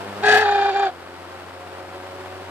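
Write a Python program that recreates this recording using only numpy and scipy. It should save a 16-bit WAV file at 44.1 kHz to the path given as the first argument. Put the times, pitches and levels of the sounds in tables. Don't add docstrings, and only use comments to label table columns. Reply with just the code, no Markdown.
import sys
import numpy as np
from scipy import signal
from scipy.fft import rfft, irfft
from scipy.io import wavfile

SR = 44100
rng = np.random.default_rng(int(sys.argv[2]) if len(sys.argv) > 2 else 0)


def transcribe(u):
    v = np.clip(np.atleast_2d(u).T, -1, 1)
    q = np.round(v * 32767).astype(np.int16)
    wavfile.write(sys.argv[1], SR, q)


N = 110250
TIME, FREQS = np.arange(N) / SR, np.fft.rfftfreq(N, 1 / SR)
BLADE_COUNT, TOUCHDOWN_S = 3, 0.3695


def amp(db):
    return 10 ** (np.asarray(db) / 20)


def unit(x):
    return x / np.sqrt(np.mean(abs(x) ** 2) + 1e-20)


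def curve(points):
    return np.interp(TIME, *np.transpose(points))


def bell(centre_s, sigma_s):
    return np.exp(-((TIME - centre_s) / sigma_s) ** 2 / 2)


def spectrum(points):
    hz, value = np.transpose(points)
    return np.interp(np.log(FREQS + 1), np.log(hz + 1), value)


def drift(rate_hz):
    return unit(irfft(rfft(rng.standard_normal(N)) / (1 + (FREQS / rate_hz) ** 4), N))


def panned(db):
    return amp(np.array([db, -db]).reshape(2, -1) / 2)


def colour(pair, eq, correlation, pan):
    a, b = rfft(pair)
    alike = np.clip(spectrum(correlation), 0, 1)
    mid, side = np.sqrt(1 + alike) * a, np.sqrt(1 - alike) * b
    stereo = np.array([mid + side, mid - side])
    return unit(irfft(stereo * amp(spectrum(eq)) * panned(spectrum(pan)), N))


# t/s, f/Hz
BLADE_RATE = [(0, 97.7), (.27, 102.8), (.42, 95), (.52, 91.6), (.63, 89), (.76, 83.7), (.92, 87.3),
              (1.28, 90.1), (1.6, 90.4), (1.92, 92.1), (2.1, 92.7), (2.5, 93.8)]


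def shaft_angle():
    angle = 2 * np.pi * np.cumsum(curve(BLADE_RATE)) / SR / BLADE_COUNT
    return angle - np.interp(.799, TIME, angle)


# t/s, level/dB
HUM_LEVEL = [(0, -48), (.22, -46.5), (.33, -42.5), (.45, -45.5), (.63, -50.5), (.86, -54.5), (1.22, -51),
             (1.7, -49.5), (2.5, -47)]
# harmonic, level held/dB, level set down/dB
HUM_OVERTONES = [(2, -44.5, -60), (3, -52.5, -57), (5, -47.5, -81), (7, -46, -59), (9, -51, -59.5),
                 (10, -54, -55)]
WHIRR_HARMONICS = 4, 6, 8
# t/s, level of 4th/dB, level of 6th/dB, level of 8th/dB
WHIRR_LEVELS = [(.15, -44.5, -49, -57), (1.0, -50.5, -53.5, -59), (1.45, -50, -49, -54),
                (1.66, -53.5, -44, -46.5), (1.87, -46.5, -43.5, -52.5), (2.25, -42.5, -45.5, -46.5),
                (2.5, -47.5, -50.5, -53)]


def blades(shaft):
    passing = BLADE_COUNT * shaft
    set_down = curve([(TOUCHDOWN_S - .1, 0), (TOUCHDOWN_S, 1)])
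    overtones = [(k, held + set_down * (down - held)) for k, held, down in HUM_OVERTONES]
    for i, k in enumerate(WHIRR_HARMONICS):
        overtones.append((k, curve([(s, dbs[i]) for s, *dbs in WHIRR_LEVELS])))
    out = amp(curve(HUM_LEVEL)) * np.cos(passing)
    waver = 0.28
    for k, db in overtones:
        out += amp(db) * (1 + waver * drift(14)) * np.cos(k * passing + waver * drift(17))
    return -np.sqrt(2) * out * panned(-1.3)


# f/Hz, relative level/dB
AIR_EQ = [(25, -33), (45, -37), (65, -9), (110, -8.5), (170, -7.5), (250, -6.5), (350, -0.5), (550, -2),
          (750, 1), (1000, -0.5), (1500, -4.5), (2000, -9), (2800, -11), (3800, -15), (5000, -18.5),
          (6200, -25.5), (8500, -24.5), (10000, -29.5), (12500, -29), (14400, -37)]
# f/Hz, stereo correlation
AIR_CORRELATION = [(60, -2.84), (400, 1.94), (900, 0), (1600, 1.5), (2500, 0.43), (5500, 0.14),
                   (13000, -0.67)]
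# f/Hz, left minus right/dB
AIR_BALANCE = [(100, -5), (300, 4.5), (600, 1), (1000, 1), (1900, 6.5), (2800, -1), (3700, -0.5),
               (4700, -3.5), (5600, -3.5), (6800, 1.5), (9500, 4.5), (13800, 2)]


def air(shaft):
    cruise_hz, db_per_hz, gust_db, chop = 93, 0.4339, 0.64, 0.12
    rush = colour(rng.standard_normal((2, N)), AIR_EQ, AIR_CORRELATION, AIR_BALANCE)
    db = -37.5 + db_per_hz * (curve(BLADE_RATE) - cruise_hz) + gust_db * drift(33)
    return rush * amp(db) * (1 + chop * np.cos(BLADE_COUNT * shaft))


# t/s, f/Hz
CHATTER_PITCH = [(.225, 392.2), (.25, 422.3), (.272, 418.3), (.295, 423.8), (.33, 422.9), (.365, 423.3),
                 (.39, 429.8), (.42, 430.3), (.447, 410.1), (.5, 407.2), (.6, 399.3), (.695, 400.6),
                 (.727, 378.2), (.755, 397.1), (.81, 400.2), (.862, 391.2), (.9, 359.6)]
# t/s, level/dB
CHATTER_LEVEL = [(.215, -56), (.228, -11), (.236, -0.5), (.29, 0), (.36, 0), (.405, -2), (.46, 2),
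                 (.53, 0.5), (.703, -0.5), (.76, -2), (.83, -1), (.872, -2.5), (.888, -7), (.905, -18.5),
                 (.935, -33)]
# t/s, harshness
CHATTER_HARSHNESS = [(.23, 0.34), (.28, 0.92), (.375, 0.95), (.428, 0.6), (.448, 0.1), (.55, 0)]


def bearing(shaft):
    wobble, jitter = .009, .006
    hz = curve(CHATTER_PITCH) * (1 + wobble * np.cos(shaft - 1.9) + jitter * drift(60))
    slip = 2 * np.pi * np.cumsum(hz) / SR
    harsh = curve(CHATTER_HARSHNESS)
    start_s, end_s = CHATTER_LEVEL[0][0], CHATTER_LEVEL[-1][0]
    gate = curve([(start_s - .01, 0), (start_s, 1), (end_s, 1), (end_s + .0085, 0)])
    return gate * amp(curve(CHATTER_LEVEL)) * (squawk(shaft, slip, harsh) + rasp(shaft, slip, harsh))


# f/Hz, relative level/dB
GRIND_EQ = [(60, -44), (200, -7), (450, -6.5), (750, 2), (1050, -10), (1300, -1.5), (1650, -0.5),
            (2250, -7.5), (2550, -4.5), (2800, -6.5), (3500, -7), (4300, -6), (5600, -16), (8000, -19.5),
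            (9800, -26.5), (11000, -53.5), (12400, -35), (14400, -72)]
SETTLED_EQ = [(60, -45), (300, -4), (780, 4), (1000, -2), (1650, -4.5), (2150, -5), (2450, -1),
              (2850, -7.5), (3620, -3.5), (3950, -8.5), (4600, -4), (5600, -21.5), (7300, -18.5),
              (9500, -53), (14400, -64)]
# f/Hz, stereo correlation
HOUSING_CORRELATION = [(300, 5.5), (1000, 3), (2000, 0.3), (5000, 0.46), (12000, -3.5)]
# f/Hz, left minus right/dB
HOUSING_BALANCE = [(200, -2), (700, -4.5), (1200, -1), (1900, 4.5), (2500, 1), (2950, -10), (3300, 8.5),
                   (4200, -5.5), (5500, -2), (8000, 1), (12500, 16)]


def rasp(shaft, slip, harsh):
    spread_db, housing_t60_s = 3, 0.031
    slips = slip / (2 * np.pi)
    flutter = 1 + 0.12 * np.cos(BLADE_COUNT * shaft)
    knocks = np.diff(np.floor(slips), prepend=0) * amp(spread_db * rng.standard_normal(N)) * flutter
    t = np.arange(SR // 10) / SR
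    housing = rng.standard_normal((2, len(t))) * amp(-60 * t / housing_t60_s)
    ring = unit(signal.fftconvolve(knocks[None], housing, axes=1)[:, :N])
    grit = unit(rng.standard_normal((2, N)) * np.exp(-(slips % 1) / 1.2) * flutter)
    drive = ring + 0.95 * grit
    image = HOUSING_CORRELATION, HOUSING_BALANCE
    grind = amp(-19.5) * harsh ** 2 * colour(drive, GRIND_EQ, *image)
    settled = amp(-31) * (1 - harsh ** 2) * colour(drive, SETTLED_EQ, *image)
    return grind * (1 - 0.42 * np.cos(shaft)) + settled * (1 + 0.16 * np.cos(shaft))


# harmonic, offset/shaft rates (rounded in use), level grinding/dB,
# level settled/dB, throb depth/dB, roughness, left minus right/dB
SQUAWK_PARTIALS = [(1, 0, -20.5, -26.5, .5, .18, -3.5), (2, -4, -27, -50.5, -3, 0.3, 3.5),
                   (2, -3, -23, -39, -2, 0.9, 3), (2, -1.5, -21.5, -35.5, 3.5, 1, 4.5),
                   (2, 0, -27.5, -19, 2.5, 0.19, 0), (2, 3.5, -37, -39.5, 6.5, 1, 2),
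                   (3, -2.5, -49, -45.5, 0.5, 0.4, 18.5), (3, 0.5, -32.5, -37.5, 0.5, 0.84, -5),
                   (3, 3, -33, -41.5, 8.5, 0.9, 7), (4, -3, -24.5, -45, 5, 0.5, 6.5),
                   (4, -3, -28, -39, 7, 0.7, 10.5), (4, 0.5, -16.5, -37, 6.5, 0.13, 8),
                   (4, 3.5, -30, -35.5, 1.5, 0.6, 5), (5, -4, -30.5, -44.5, 4, 0.9, 12.5),
                   (6, -1, -29.5, -50, -3, 0.5, -5.5), (6, 1.5, -34.5, -47, 0, .8, -4),
                   (7, 1.5, -41, -57, -1, 0.7, -10), (8, 1, -33, -50, 1, 1, 6),
                   (9, 1, -45.5, -40, 0.5, .4, -3.5), (11, 4.5, -42, -53, 2, .8, -7)]


def squawk(shaft, slip, harsh):
    out = np.zeros((2, N))
    slack = amp(-13 * bell(.728, .0089))
    breakup = curve([(.872, 0), (.891, 1.38)])
    throb = np.cos(shaft) * (1 - 0.52 * harsh)
    for k, offset, grind_db, settled_db, throb_db, roughness, pan_db in SQUAWK_PARTIALS:
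        spread, grain_hz = roughness + breakup, k * 27.8
        noise = (drift(grain_hz) + 1j * drift(grain_hz)) / np.sqrt(2)
        grain = (1 + spread * noise) / np.hypot(1, spread)
        phase = k * slip + round(offset) * shaft + 2 * np.pi * rng.random()
        tone = (grain * np.exp(1j * phase)).real
        level = amp(settled_db + harsh * (grind_db - settled_db)) * unit(amp(throb_db * throb))
        out += panned(pan_db) * tone * level * (slack if k > 1 else 1)
    return np.sqrt(2) * out


# f/Hz, relative level/dB
THUD_EQ = [(25, -17), (70, -13), (200, 2), (400, 2), (1000, 0.5), (9000, -52), (12400, -12), (14400, -36)]


def thud():
    body = colour(rng.standard_normal((2, N)), THUD_EQ, HOUSING_CORRELATION, HOUSING_BALANCE)
    return amp(-34) * bell(TOUCHDOWN_S, sigma_s=.023) * body


# t/s, level/dB
TICK_CUES = [(.513, -32), (.63, -34), (.746, -34.5), (.771, -33), (.779, -38), (0.795, -33), (0.805, -42),
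             (.855, -39)]


def ticks():
    band_hz, t60_s = (6750, 7250), 0.011
    out, t = np.zeros((2, N)), np.arange(SR // 50) / SR
    band = signal.butter(2, band_hz, "band", fs=SR)
    for s, db in TICK_CUES:
        noise = unit(signal.lfilter(*band, rng.standard_normal((2, len(t)))))
        start = round(s * SR)
        out[:, start:start + len(t)] += noise * amp(db - 60 * t / t60_s)
    return out


def scene():
    shaft = shaft_angle()
    return blades(shaft) + air(shaft) + bearing(shaft) + ticks() + thud()


def record(dry):
    delay_s, ceiling, cutoff_hz = .000085, .9, 14500
    left = irfft(rfft(dry[0]) * np.exp(-2j * np.pi * FREQS * delay_s), N)
    stereo = np.array([left, dry[1]])
    rounded = stereo / (1 + (stereo / ceiling) ** 8) ** (1 / 8)
    lowpass = signal.firwin(511, cutoff_hz, window=("kaiser", 9), fs=SR)
    return signal.oaconvolve(rounded, lowpass[None], "same")


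dry = scene()
out = record(dry)
transcribe(out)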